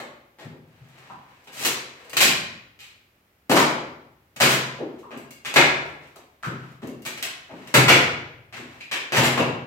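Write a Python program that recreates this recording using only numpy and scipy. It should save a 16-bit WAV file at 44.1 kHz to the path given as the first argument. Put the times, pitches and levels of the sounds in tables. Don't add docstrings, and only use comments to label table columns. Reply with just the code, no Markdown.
import sys
import numpy as np
from scipy import signal
from scipy.fft import rfft, irfft
from scipy.io import wavfile
from scipy.ndimage import uniform_filter1d

SR = 44100
rng = np.random.default_rng(int(sys.argv[2]) if len(sys.argv) > 2 else 0)


def master(y):
    cut = np.clip(np.atleast_2d(y).T, -1, 1)
    pcm = np.round(cut * 32767)
    wavfile.write(sys.argv[1], SR, pcm.astype(np.int16))


N = 426006

# (time [s], level [dB], heft as low knock [dB], splinter treble [dB],
# fading time of the break [s])
CRACKS = [ (0.001, -38, 6.5, -1.5, 0.005), (0.387, -43, 4, -1.5, 0.037), (1.472, -44, -1.5, -1.5, 0.014),
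          (1.649, -19.5, -6.5, 8, 0.015), (2.168, -13.5, -14, 1.5, 0.0066), (2.205, -9, -12, 4, 0.031),
          (2.791, -39.5, -17, 0.5, 0.046), (3.496, -25, 4.5, 5, 0.0087), (3.513, -18.5, 5, 1.5, 0.0083),
          (3.557, -13.5, 3.5, 0.5, 0.035), (4.402, -19.5, 0, 4.5, 0.015), (4.409, -11, -2.5, 1.5, 0.042),
          (4.49, -20.5, -2, 5.5, 0.033), (5.108, -40.5, 7.5, -8, 0.024), (5.449, -24.5, -10, -3, .029),
          (5.56, -6, -4, -6.5, 0.027), (5.85, -52.5, 15, 4, 0.048), (6.158, -52.5, 11.5, 8, 0.0089),
          (6.428, -35.5, -4, -1, 0.033), (6.82, -46, 9, -1.5, 0.021), (7.052, -29.5, -4, 4.5, 0.02),
          (7.226, -25, -11, 4, 0.0062), (7.495, -46.5, 11, -19, .028), (7.741, -9, 0, 1.5, 0.023),
          (7.882, -6, -3, -3.5, 0.035), (8.526, -33, -8.5, -7, 0.026), (8.56, -38, 0.5, -3, 0.035),
          (8.806, -35, -23, -10, 0.0054), (8.914, -20, -12, -4.5, .024), (9.122, -16, -1.5, -4, 0.064),
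          (9.163, -16.5, 2, 1.5, 0.024), (9.235, -18, 0.5, 2.5, 0.022), (9.375, -23, 10, -4.5, 0.025)]
# (time [s], level [dB])
WARNINGS = [(2.132, -33), (4.362, -38.5), (5.54, -26), (7.175, -38.5), (7.673, -43)]
# (time [s], level [dB], pitch [Hz])
THUDS = [ (0.445, -40, 139), (0.53, -47.5, 283), (0.8, -54, 129), (1.1, -50.5, 190), (2.24, -29.5, 181),
         (3.495, -19.5, 259), (4.785, -36, 417), (4.803, -29, 326), (5.158, -40, 265), (6.462, -33, 142),
         (6.48, -38.5, 303), (6.825, -31.5, 226), (6.875, -44, 390), (7.516, -41, 212), (7.585, -44.5, 260),
         (7.762, -21.5, 138), (8.585, -43.5, 250), (9.17, -27.5, 144), (9.39, -27.5, 142)]
# (time [s], level [dB], length [s])
PEELS = [(1.52, -25.5, .135)]
# (time [s], level [dB], pitch [Hz], length [s], ring width before squaring [Hz])
CREAKS = [(0.001, -45.5, 570, .02, 90), (1.1, -39.5, 970, .016, 451), (2.0, -51.5, 513, .13, 200),
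          (5.031, -43.5, 1066, .035, 262), (6.434, -30, 1360, .025, 558), (9.38, -29, 2770, 0.027, 260)]
# (time [s], level [dB], length of the swell [s])
SCRAPES = [(0.601, -51.5, 0.6), (0.869, -45, .32), (1.122, -50.5, 0.39), (1.88, -44.5, 0.27),
           (4.9, -56.5, .16), (6.001, -50.5, 0.087), (6.559, -49, 0.18), (7.382, -42, 1),
           (8.62, -45.5, 0.23)]
# (time [s], level [dB])
CLINKS = [(2.096, -47.5), (5.174, -53), (5.307, -49.5), (6.872, -53), (7.02, -55.5)]
# (level over the clink [dB], heft [dB], splinter treble [dB])
CHIP = (-2.5, -6, 13)
# (heft [dB], splinter treble [dB], fading time [s])
CRUMB = (-2.5, 9, .012)
# (frequency [Hz], level [dB], time to fade by 60 dB [s])
STEEL_RINGS = [(2200, 2.5, 0.031), (2770, -1.5, .07), (4820, -2, 0.022), (6060, -1, 0.013),
               (8900, -2.5, .01), (12200, -6, .01)]
# (frequency [Hz], width [Hz], level over the rest [dB])
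BOARD_RINGS = [(343, 88, 2.5), (510, 10, 2), (490, 22, -1.5), (750, 190, -3.5), (920, 18, -1),
               (1660, 300, 1), (2204, 74, 3), (2450, 19, 2), (2820, 51, -1.5), (3950, 33, 4.5)]
# (frequency [Hz], relative level per Hz [dB])
WOOD_SPECTRUM = [(30, -35), (70, -19), (105, -16.5), (132, -2.5), (330, -3.5), (800, -0.5), (1450, -3.5),
                 (2400, -3), (3500, -8), (5500, -14), (8000, -14.5), (9400, -23), (11800, -19.5),
                 (16000, -26.5)]
# (frequency [Hz], time to fade by 60 dB [s])
ECHO_FADES = [(60, 2.3), (140, 0.69), (300, 0.75), (700, 0.73), (2200, 0.67), (4500, 0.58), (8000, 0.42),
              (15000, 0.27)]
# (frequency [Hz], level [dB], time to fade by 60 dB [s])
ROOM_BOOMS = [(90, -26.5, 1), (130.9, -21, 0.98), (139.6, -19.5, 0.32), (151.8, -27, 1),
              (182.4, -45.5, 0.27), (242.8, -25.5, .8)]
# (frequency [Hz], level difference [dB])
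LEFT_OVER_RIGHT = [(130, 2.46), (4000, 0.96), (8500, 1), (10000, 3), (15000, 4)]
# (frequency [Hz], relative level per Hz [dB])
QUIET_SPECTRUM = [(25, -8.5), (60, 4.5), (130, -6), (300, -7.5), (1000, -13.5), (2000, -12.5), (4000, -22),
                  (9000, -29), (14500, -21.5), (16000, -26)]

BOOM_DB = -5
KNOCK_SHARE = 0.95
WARNING_HEFT_DB, WARNING_SPLINTER_DB, WARNING_S = -2.5, 3, .006
CHIP_S = .004
CRUMB_DB, CRUMB_SPREAD_DB = -63.5, 3
THUD_CYCLES = 2.8
PEEL_RISE_DB_PER_S = 149.5
PORT_GAP_M = 0.15
DIRECT_DB = 25.5
QUIET_DB = -63
TOP_HZ = 15900
PLACES = 5
ROOM_SIZE = 49152
SIZE = 16384
T = np.arange(SIZE) / SR
HZ = np.arange(SIZE // 2 + 1) * SR / SIZE + 1e-3


def cracks(top_slope=1.4):
    body = wood()

    def crack(heft_db, splinter_db, length):
        bass = [(130, BOOM_DB + min(heft_db, 0)), (280, heft_db), (800, KNOCK_SHARE * heft_db)]
        treble = [(2400, 0.028), (8000, splinter_db), (15000, top_slope * splinter_db)]
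        tilt_db = along(bass + treble, HZ)
        return colour(snaps(length), body * own_modes() * undb(tilt_db))

    warnings = [(s, db, WARNING_HEFT_DB, WARNING_SPLINTER_DB, WARNING_S) for s, db in WARNINGS]
    chips = [(s, db + CHIP[0], *CHIP[1:], CHIP_S) for s, db in CLINKS]
    return play(CRACKS + warnings + chips + crumbs(), crack)


def snaps(length, rate=5000, spread_db=3.5, first=0.29, give=.08):
    spread = undb(spread_db * np.minimum(rng.exponential(size=SIZE), 4))
    sizes = rng.standard_normal(SIZE) * spread
    happens = rng.random(SIZE) < rate / SR
    age = T / max(length, .001)
    growth_and_fade = np.exp(-age) * (1 - np.exp(-age / give))
    run = unit(sizes * happens * growth_and_fade)
    run[0] += first
    return scatter(unit(run))


def wood():
    rings_db = sum(db * resonance(hz, width) ** 2 for hz, width, db in BOARD_RINGS)
    gain = undb(along(WOOD_SPECTRUM, HZ) + rings_db)
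    return gain / np.sqrt(np.mean(gain ** 2))


def own_modes(depth_db=1.67, width_hz=110):
    span = max(int(width_hz * SIZE / SR), 2)
    ripple = uniform_filter1d(uniform_filter1d(rng.standard_normal(len(HZ)), span), span)
    less_in_bass = np.minimum(HZ / 500, 1)
    gain = undb(depth_db * ripple / np.std(ripple) * less_in_bass)
    return gain / np.sqrt(np.mean(gain ** 2))


def crumbs():
    chance = rng.random((len(SCRAPES), 2))
    return [(s + when * length, CRUMB_DB + CRUMB_SPREAD_DB * (2 * size - 1), *CRUMB)
            for (s, _, length), (when, size) in zip(SCRAPES, chance)]


def thud(pitch, width=1.0, lowest_hz=105):
    radiation = 1 / np.sqrt(1 + (lowest_hz / HZ) ** 6)
    bending = resonance(pitch, width * pitch) ** 2
    rattle = snaps(THUD_CYCLES / pitch, rate=2500, first=0.16)
    return unit(colour(rattle, radiation * bending))


def peel(length, fibre_rate=3000, bass_db=-4, splinter_db=8):
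    fibres = rng.standard_normal(SIZE) * (rng.random(SIZE) < fibre_rate / SR)
    strain = undb(PEEL_RISE_DB_PER_S * np.minimum(T - length, 0)) * (T < length)
    tilt_db = along([(800, bass_db), (2400, 0.0065), (8000, splinter_db)], HZ)
    return colour(scatter(unit(fibres * strain)), wood() * undb(tilt_db))


def creak(pitch, length, width, slip_hz=260, jitter=0.41):
    gaps = np.exp(jitter * rng.standard_normal(64)) / slip_hz
    times = np.cumsum(gaps) - gaps[0]
    times = times[times < min(length, T[-1])]
    strengths = rng.uniform(0.32, 1, len(gaps))[:len(times)]
    slips = np.zeros(SIZE)
    slips[(times * SR).astype(int)] = strengths
    return unit(colour(scatter(slips), resonance(pitch, width) ** 2))


def scrapes(rub_hz=1300, rub_width_hz=3500):
    body = wood() * resonance(rub_hz, rub_width_hz) ** .5

    def scrape(length, grain_rate=900):
        swell = np.sin(np.pi * np.minimum(T / length, 1))
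        grains = rng.standard_normal(SIZE) * (rng.random(SIZE) < grain_rate / SR)
        return unit(colour(scatter(grains * swell), body))

    return play(SCRAPES, scrape)


def clink(chatter=0.008):
    bar = ring(STEEL_RINGS, T)
    return unit(irfft(rfft(snaps(chatter)) * rfft(bar)))


def room(work):
    return sum(signal.oaconvolve(place[None], echoes(), axes=1)[:, :N] for place in work)


def echoes(build_up=0.00052):
    t = np.arange(ROOM_SIZE) / SR
    hz, field = diffuse(ROOM_SIZE)
    centres = np.log([f for f, _ in ECHO_FADES])
    echo = 0
    for (_, t60), own in zip(ECHO_FADES, np.eye(len(centres))):
        band = irfft(field * np.interp(np.log(hz), centres, own))
        echo = echo + band * np.exp(-np.log(1000) * t / t60)
    echo = echo * (1 - np.exp(-t / build_up)) + ring(ROOM_BOOMS, t)
    lag = rng.integers(3, 10)
    echo[[0, 1], [0, lag]] += undb(DIRECT_DB)
    return echo


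def diffuse(size):
    hz = np.arange(size // 2 + 1) * SR / size + 1e-3
    alike = np.sinc(2 * hz * PORT_GAP_M / 343)
    mid, side = rfft(rng.standard_normal((2, size)))
    shared = mid * np.sqrt(1 + alike)
    opposed = np.array([[1], [-1]]) * side * np.sqrt(1 - alike)
    return hz, (shared + opposed) / np.sqrt(2)


def ports(sound):
    lean_db = along(LEFT_OVER_RIGHT, np.arange(1, N // 2 + 2) * SR / N)
    return irfft(rfft(sound) * undb(np.array([lean_db, -lean_db]) / 2), N)


def quiet():
    hz, field = diffuse(N)
    air = irfft(field * undb(along(QUIET_SPECTRUM, hz)), N)
    return air / np.std(air) * undb(QUIET_DB)


def undb(db):
    return 10 ** (np.asarray(db) / 20)


def along(points, hz):
    f, value = np.transpose(points)
    return np.interp(np.log(hz), np.log(f), value)


def unit(x):
    return x / np.sqrt(np.sum(x ** 2) + 1e-18)


def colour(x, gain):
    cepstrum = irfft(np.log(gain + 1e-6))
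    cepstrum[1:SIZE // 2] *= 2
    cepstrum[SIZE // 2 + 1:] = 0
    return irfft(rfft(x) * np.exp(rfft(cepstrum)))


def resonance(hz, width):
    return 1 / np.sqrt(1 + ((HZ ** 2 - hz ** 2) / (HZ * width)) ** 2)


def ring(modes, t):
    return sum(undb(db - 60 * t / t60) * np.sin(2 * np.pi * hz * t) for hz, db, t60 in modes)


def scatter(clicks):
    return clicks * (rng.integers(PLACES, size=SIZE) == np.arange(PLACES)[:, None])


def play(table, source):
    out = np.zeros((PLACES, N + SIZE))
    for s, db, *rest in table:
        start = max(int(s * SR), 0)
        out[:, start:start + SIZE] += undb(db) * source(*rest)
    return out[:, :N]


def scene():
    work = cracks() + play(THUDS, thud) + play(PEELS, peel)
    work = work + play(CREAKS, creak) + scrapes() + play(CLINKS, clink)
    return ports(room(work)) + quiet()


def record(dry, low_cut_hz=70):
    thinned = signal.sosfilt(signal.butter(2, low_cut_hz, "high", fs=SR, output="sos"), dry)
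    rounded = thinned / (1 + (thinned / .85) ** 4) ** .25
    return signal.sosfilt(signal.ellip(10, .2, 80, TOP_HZ, fs=SR, output="sos"), rounded)


dry = scene()
out = record(dry)
master(out)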